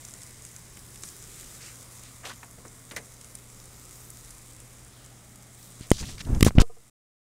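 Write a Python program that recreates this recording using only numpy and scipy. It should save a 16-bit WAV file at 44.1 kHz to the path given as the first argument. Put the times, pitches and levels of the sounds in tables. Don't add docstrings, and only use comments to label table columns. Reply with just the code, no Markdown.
import sys
import numpy as np
from scipy import signal
from scipy.fft import rfft, irfft, next_fast_len
from scipy.io import wavfile
from scipy.ndimage import uniform_filter1d

SR = 44100
rng = np.random.default_rng(int(sys.argv[2]) if len(sys.argv) > 2 else 0)


def ratio_of_db(decibels):
    return 10 ** (np.asarray(decibels, float) / 20)


def wav_out(sig):
    wavfile.write(sys.argv[1], SR, np.round(np.clip(np.atleast_2d(sig).T, -1, 1) * 32767).astype(np.int16))


N = 318402
T = np.arange(N) / SR


def band(x, hz, width):
    low = max(np.sqrt(hz ** 2 + width ** 2 / 4) - width / 2, 10)
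    high = min(low + width, 0.45 * SR)
    return signal.sosfilt(signal.butter(2, [low, high], "bandpass", fs=SR, output="sos"), x)


def unit(x):
    return x / np.sqrt(np.mean(x ** 2))


def walk(rate):
    hold = int(SR / rate)
    levels = np.repeat(rng.standard_normal(N // hold + 1), hold)
    return unit(uniform_filter1d(uniform_filter1d(levels, hold), hold)[:N])


def add(out, s, x):
    i = int(s * SR)
    out[i:i + len(x)] += x[:N - i]


def decay(t, t60):
    return 1000 ** (-t / t60)


def bed(source, colour, lo, hi, flicker_db, rate):
    size = next_fast_len(N)
    f = np.maximum(np.fft.rfftfreq(size, 1 / SR), 1)
    hz, db = np.transpose(colour)
    tinted = rfft(source, size) * ratio_of_db(np.interp(np.log(f), np.log(hz), db))
    inside = (f > lo) & (f < hi)
    tinted /= np.sqrt(np.mean(irfft(tinted * inside, size) ** 2))
    thirds = 3 * np.log2(f)
    first, last = int(3 * np.log2(hz[0])) - 1, int(3 * np.log2(hz[-1])) + 1
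    out = np.zeros(N)
    for k in range(first, last + 1):
        share = np.cos(np.pi / 2 * np.clip(thirds - k, -1, 1)) ** 2
        out += irfft(tinted * share, size)[:N] * ratio_of_db(flicker_db * walk(rate))
    return out


def hits(table, spread, low_hz, low_width, low_stretch, tick):
    out, t = np.zeros(N), T[:SR // 6]
    for s, db, hz, low_db, t60 in table:
        high, low = rng.standard_normal((2, len(t)))
        t60 = max(t60, 0.002)
        high *= decay(t, t60)
        low *= decay(t, t60 * low_stretch)
        high[0], low[0] = tick, tick
        high = band(high, hz, spread * hz)
        low = band(low, low_hz, low_width)
        add(out, s, ratio_of_db(db) * (high / abs(high).max() + ratio_of_db(low_db) * low / abs(low).max()))
    return out


def strokes(table):
    out = np.zeros(N)
    grit_db = 2.5
    for s, length, db, hz, width in table:
        u = np.arange(int(length * SR)) / (length * SR)
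        noise, grit = rng.standard_normal((2, SR // 2))
        grit = ratio_of_db(grit_db * unit(uniform_filter1d(grit, size=90)))
        x = unit(band(noise * grit, hz, width))[:len(u)]
        swell, fade = np.minimum(u / 0.1, 1), np.minimum((1 - u) / 0.49, 1)
        add(out, s, ratio_of_db(db) * x * swell * fade)
    return out


# (time [s], sizzle level [dB])
FRYING_HEAT = [(0.0, -51.5), (0.57, -53), (0.98, -51.5), (1.18, -49.5), (1.49, -49.5), (2.48, -55),
               (2.59, -55), (4.11, -53), (5.4, -57.5), (5.64, -56), (5.75, -54)]


def heat():
    return np.interp(T, *np.transpose(FRYING_HEAT))


# (frequency [Hz], density [dB per Hz])
AIR_COLOUR = [(12, -22), (20, 2.5), (75, -0.5), (118, -4.5), (139, -3.5), (168, -3.5), (412, -11),
              (947, -15), (1250, -13), (1610, -19), (2080, -16.5), (2740, -23.5), (3880, -25.5),
              (4350, -27.5), (5000, -20), (6500, -29.5), (11000, -120)]


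def air():
    air_db, follows_heat = -58.5, 0.22
    level = air_db + follows_heat * (heat() - heat().mean())
    return bed(rng.standard_normal(N), AIR_COLOUR, 300, 2500, 1.5, 2.5) * ratio_of_db(level)


# (frequency [Hz], level [dB])
MAINS = [(60, -67), (120, -56)]


def hum():
    seconds = np.cumsum(1 + 0.0025 * walk(4)) / SR
    out, wobble_db = np.zeros(N), 1.0
    for hz, db in MAINS:
        out += np.sqrt(2) * ratio_of_db(db + wobble_db * walk(8.9)) * np.sin(2 * np.pi * hz * seconds)
    return out


# (time [s], peak level [dB], centre [Hz], board thud level [dB], t60 [s])
CLAW_TAPS = [
    (0.77, -50.5, 2270, -9, .05),
    (1.036, -42, 3500, -9, 0.0054),
    (2.43, -44, 2260, -17, 0.034),
    (2.431, -43, 1050, -20, 0.069),
    (2.58, -59, 520, 7.5, 0.062),
    (2.65, -48.5, 1330, 0.5, .05),
    (2.911, -43.5, 1650, -3, 0.11),
    (2.964, -33, 1740, -8, 0.093),
    (6.507, -41.5, 1700, 5.5, 0.0051),
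    (6.5175, -54, 1200, -3.5, 0.0047),
]


def claws():
    return hits(CLAW_TAPS, 0.66, 283, 500, 2.37, 2.4) * ratio_of_db(7.5)


# (time [s], length [s], level [dB], centre [Hz], width [Hz])
PAW_SCUFFS = [(1.014, 0.12, -47, 7500, 4500), (1.252, 0.28, -59.5, 3000, 3000),
              (1.594, 0.17, -54, 2080, 1490), (1.602, 0.15, -51.5, 5630, 3500),
              (2.023, 0.12, -56.5, 2500, 4000), (2.231, 0.073, -44, 1080, 1296),
              (2.242, 0.089, -50, 447, 440), (2.245, 0.089, -44.5, 4500, 7000),
              (2.25, 0.034, -40, 2250, 2190), (2.28, 0.072, -47.5, 1990, 3000),
              (2.294, 0.036, -42.5, 1210, 700), (2.433, 0.023, -54, 8500, 1500),
              (2.914, 0.015, -45.5, 7500, 6000), (2.961, 0.016, -37.5, 6700, 7800),
              (2.966, 0.031, -43.5, 5000, 5600), (4.898, 0.26, -63, 3630, 2000),
              (5.559, 0.27, -65, 3750, 1111), (3.9, 0.38, -59, 13000, 5000),
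              (5.575, 0.18, -59, 12500, 6000)]


def scuffs():
    return strokes(PAW_SCUFFS)


# (time [s], length [s], level [dB], centre [Hz])
FINGER_RUBS = [(5.802, 0.078, -51.5, 3000), (5.916, 0.089, -42.5, 4910), (5.976, 0.068, -39, 5200),
               (5.98, .05, -47, 1800), (6.001, 0.043, -52, 350), (6.026, 0.027, -43.5, 1290),
               (6.03, 0.15, -45.5, 4500), (6.086, 0.028, -47, 1150), (6.095, 0.024, -48, 7800),
               (6.176, 0.048, -47, 2980), (6.203, 0.019, -39, 3300), (6.2, 0.02, -46, 1150),
               (6.248, 0.012, -50, 3000), (6.258, 0.078, -44.5, 394), (6.272, 0.16, -56, 992),
               (6.317, 0.087, -43.5, 446), (6.445, 0.049, -30.5, 7030), (6.449, 0.053, -47, 13120),
               (6.45, 0.053, -36, 3000), (6.46, 0.033, -28, 700), (6.465, 0.01, -31.5, 2530),
               (6.551, 0.026, -56.5, 6030), (6.554, 0.056, -44, 394), (6.59, 0.033, -28, 807),
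               (6.593, 0.016, -44.5, 2454), (6.599, 0.029, -29.5, 3950), (6.603, 0.027, -53, 9970),
               (6.608, 0.029, -43.5, 3015)]


def rubs():
    widest_hz = 4500
    return strokes([(*row, min(1.6 * row[-1], widest_hz)) for row in FINGER_RUBS])


# (time [s], level [dB])
GRIP_RUMBLE = [
    (5.88, -64),
    (5.93, -43),
    (6.04, -40),
    (6.1, -45.5),
    (6.23, -38.5),
    (6.34, -21.5),
    (6.405, -33),
    (6.49, -23.5),
    (6.536, -54),
]
# (time [s], level [dB])
REGRIP_RUMBLE = [
    (6.57, -24),
    (6.601, -27),
    (6.619, -39),
]


def grip():
    s, db = np.transpose([*GRIP_RUMBLE, *REGRIP_RUMBLE])
    rumble = band(rng.standard_normal(N), 32, 200)
    rumble = unit(signal.lfilter([1], [1, -0.985], rumble))
    return rumble * ratio_of_db(np.interp(T, s, db, -120, -120) + 3.8 * walk(60))


# (time [s], push [full scale, negative = pull], half width [s], rebound [full scale])
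MEMBRANE_JOLTS = [(5.8105, -.04, .001, .01), (5.91615, -2.0, .0003, 0), (5.9167, -.5, .0004, .27),
                  (6.032, -.04, .003, .02), (6.333, .2, .003, -.15), (6.382, .13, .008, 0),
                  (6.409, .22, .0008, -.1), (6.4279, 1.05, .0009, -.5), (6.4492, .25, .001, -.08),
                  (6.4663, -.85, .0006, .12), (6.5535, -.13, .001, .1), (6.575, .33, .008, 0),
                  (6.5838, -1.8, .001, .6), (6.599, -.3, .005, 0), (6.6025, .2, .0006, 0),
                  (6.6065, -.7, .004, -.4), (6.6192, .42, .0007, 0)]


def jolts():
    out, settle_s = np.zeros(N), 0.007
    for s, push, half, rebound in MEMBRANE_JOLTS:
        after = np.maximum(T - s - half / 2, 0)
        out += push * np.exp(-((T - s) / half) ** 2)
        out += rebound * (1 - np.exp(-(after / half) ** 2)) * np.exp(-after / settle_s)
    return out


# (time [s], peak level [dB])
LOOSE_TAPS = [
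    (6.624, -30),
    (6.695, -39.5),
    (6.766, -46),
]
# (frequency [Hz], level [dB], t60 [s])
CASING_MODES = [(461, 3, 0.072), (716, 4.5, 0.037), (1020, -18, 0.091), (1223, -7, 0.05)]


def rattles():
    out, t = np.zeros(N), T[:SR // 4]
    for s, db in LOOSE_TAPS:
        ring = np.zeros(len(t))
        for hz, mode_db, t60 in CASING_MODES:
            level = ratio_of_db(mode_db + 2.0 * rng.standard_normal())
            ring += level * np.sin(2 * np.pi * hz * t) * decay(t, t60)
        add(out, s, ratio_of_db(db) * ring * np.minimum(t / 0.01, 1))
    return out


# (time [s], peak level [dB], centre [Hz], low part level [dB], t60 [s])
BUTTON_TICKS = [(5.81, -32, 8000, -21, 0.0066), (5.9045, -15.5, 7900, -14, 0.0064),
                (5.9065, -23, 7500, -20, .005), (5.908, -35, 8500, -18, .005),
                (5.9105, -27, 6400, -12, 0.0084), (5.937, -36, 6000, -20, .006),
                (6.349, -29, 5800, -4, .006), (6.033, -36, 4000, -2, 0.0069),
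                (6.553, -43, 7300, -0.5, 0.0068), (6.57, -40, 4280, -9.5, .005),
                (6.585, -13, 3000, -28, 0.011)]


def ticks():
    return hits(BUTTON_TICKS, 0.3, 2600, 2500, 2.1, 6.7)


# (time [s], peak level [dB], centre [Hz], low part level [dB], t60 [s])
CASING_CRACKS = [
    (5.9157, -9, 5000, -6, .006),
    (6.4085, -14, 6500, -8, .007),
    (6.427, -14, 5000, -8, .008),
    (6.4284, -5, 6000, -9, .009),
    (6.4485, -15, 8000, -4, .007),
    (6.5836, -15, 5000, -6, .006),
    (6.6158, -16, 5000, -8, .014),
]


def cracks():
    return hits(CASING_CRACKS, 1.6, 1700, 2600, 1.2, 2.5)


# (time [s], peak level [dB], treble loss [dB per kHz])
SHELL_KNOCKS = [
    (5.9163, -17, 1.6),
    (6.4088, -26, .2),
    (6.4286, -12, .6),
    (6.5845, -19, 2.6),
    (6.6161, -25, .3),
]
# (frequency [Hz], level [dB], t60 [s])
SHELL_MODES = [(1250, -2, .012), (2070, 1, .011), (3060, 0, .014), (3660, 0, .011), (5100, 1, .009),
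               (5900, -2, .007), (6700, -2, .007), (7700, -1, .007), (8700, -2, .006)]


def shell():
    out, t = np.zeros(N), T[:SR // 20]
    for s, db, loss_db in SHELL_KNOCKS:
        ring = np.zeros(len(t))
        for hz, mode_db, t60 in SHELL_MODES:
            a, b = rng.standard_normal(2)
            level = ratio_of_db(db + mode_db - loss_db * hz / 1000 + 1.5 * a)
            tone = np.sin(2 * np.pi * hz * (1 + 0.02 * b) * t) * np.sign(b)
            ring += level * tone * decay(t, t60)
        add(out, s, ring)
    return out


# (frequency [Hz], density [dB per Hz])
SIZZLE_COLOUR = [(880, -35.5), (1500, 1.5), (1660, 0), (2060, 5.5), (2730, 0), (3830, 6), (4320, 2.5),
                 (7050, 13), (8690, 13), (12600, 2), (15000, 0.5), (15800, 0), (16300, -12)]


def sizzle():
    burst = rng.random(N) < 1800 / SR
    sizes = ratio_of_db(3.2 * np.minimum(rng.exponential(size=N), 4.5)) * rng.standard_normal(N)
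    source = unit(burst * sizes) * 0.8 + rng.standard_normal(N)
    hiss = bed(source, SIZZLE_COLOUR, 5000, 10500, 0.9, 12) * ratio_of_db(0.6 * walk(25))
    body = signal.sosfiltfilt(signal.butter(4, 11000, fs=SR, output="sos"), hiss)
    fine_spray = unit(hiss - body) * ratio_of_db(-9)
    return (body + fine_spray) * ratio_of_db(heat())


# (time [s], peak level [dB], centre [Hz], low part level [dB])
FAT_SPITS = [(0.05, -27, 7000, -23), (0.086, -31, 6990, -13), (0.109, -32, 7050, -25),
             (0.1384, -26, 7200, -15), (0.2187, -31, 7200, -13), (0.233, -31, 7360, -24),
             (0.4218, -32, 7860, -25), (0.4508, -26.5, 7700, -17), (0.5636, -27.5, 7360, -16),
             (0.7701, -34, 7950, -16), (0.9576, -35, 7600, -8), (1.035, -25, 6350, -5.5),
             (1.0877, -31, 6500, -16), (1.43, -38, 8060, -6), (1.6614, -32, 7810, -17),
             (1.995, -36, 7240, -12), (2.2528, -35, 5820, -10), (2.9112, -38.5, 7900, 6.5),
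             (2.964, -23.5, 5460, -24), (3.2121, -31.5, 7500, -13), (3.245, -32, 7320, -15),
             (3.3527, -24, 8040, -20), (3.6563, -33, 7800, -26), (3.853, -34, 7660, -29),
             (4.0501, -38, 8510, -27), (4.103, -28.5, 8400, -36), (4.248, -36, 7850, -19),
             (4.309, -31.5, 8500, -30), (4.6022, -34, 8860, -9), (5.358, -36, 8360, -19)]


def spits():
    count, until_s, t60 = 40, 5.8, 0.013
    rows = [(*row, t60) for row in FAT_SPITS]
    for _ in range(count):
        s = until_s * rng.random()
        a, b = rng.standard_normal(2)
        rows.append((s, -40.5 + 3 * a, 7600 * (1 + 0.096 * b), -21, t60))
    return hits(rows, 0.49, 1950, 3100, 2.6, 3.96)


def duck():
    start_s, attack_s, drop_db, recover_db_per_s = 6.42, 0.17, -9, 4
    late = np.maximum(T - start_s, 0)
    drop = drop_db * np.minimum(late / attack_s, 1)
    return ratio_of_db(drop + recover_db_per_s * np.maximum(late - attack_s, 0))


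def scene():
    steady = (air() + hum() + sizzle()) * duck()
    dog = claws() + scuffs()
    hand = rubs() + grip() + jolts() + rattles() + ticks() + cracks() + shell()
    return (steady + dog + hand + spits())[None]


def band_limit(x):
    return signal.sosfilt(signal.butter(12, 16680, fs=SR, output="sos"), x)


def record(dry):
    low_hz, top_hz, clip, end_s = 3, 15600, 0.98, 6.9
    x = signal.lfilter(*signal.butter(1, low_hz, "highpass", fs=SR), dry)
    x = signal.sosfilt(signal.ellip(8, 0.2, 60, top_hz, fs=SR, output="sos"), x)
    x = np.clip(x, -clip, clip)
    mix = x * np.clip((end_s - T) / 0.0041, 0, 1)
    return band_limit(mix)


dry = scene()
out = record(dry)
wav_out(out)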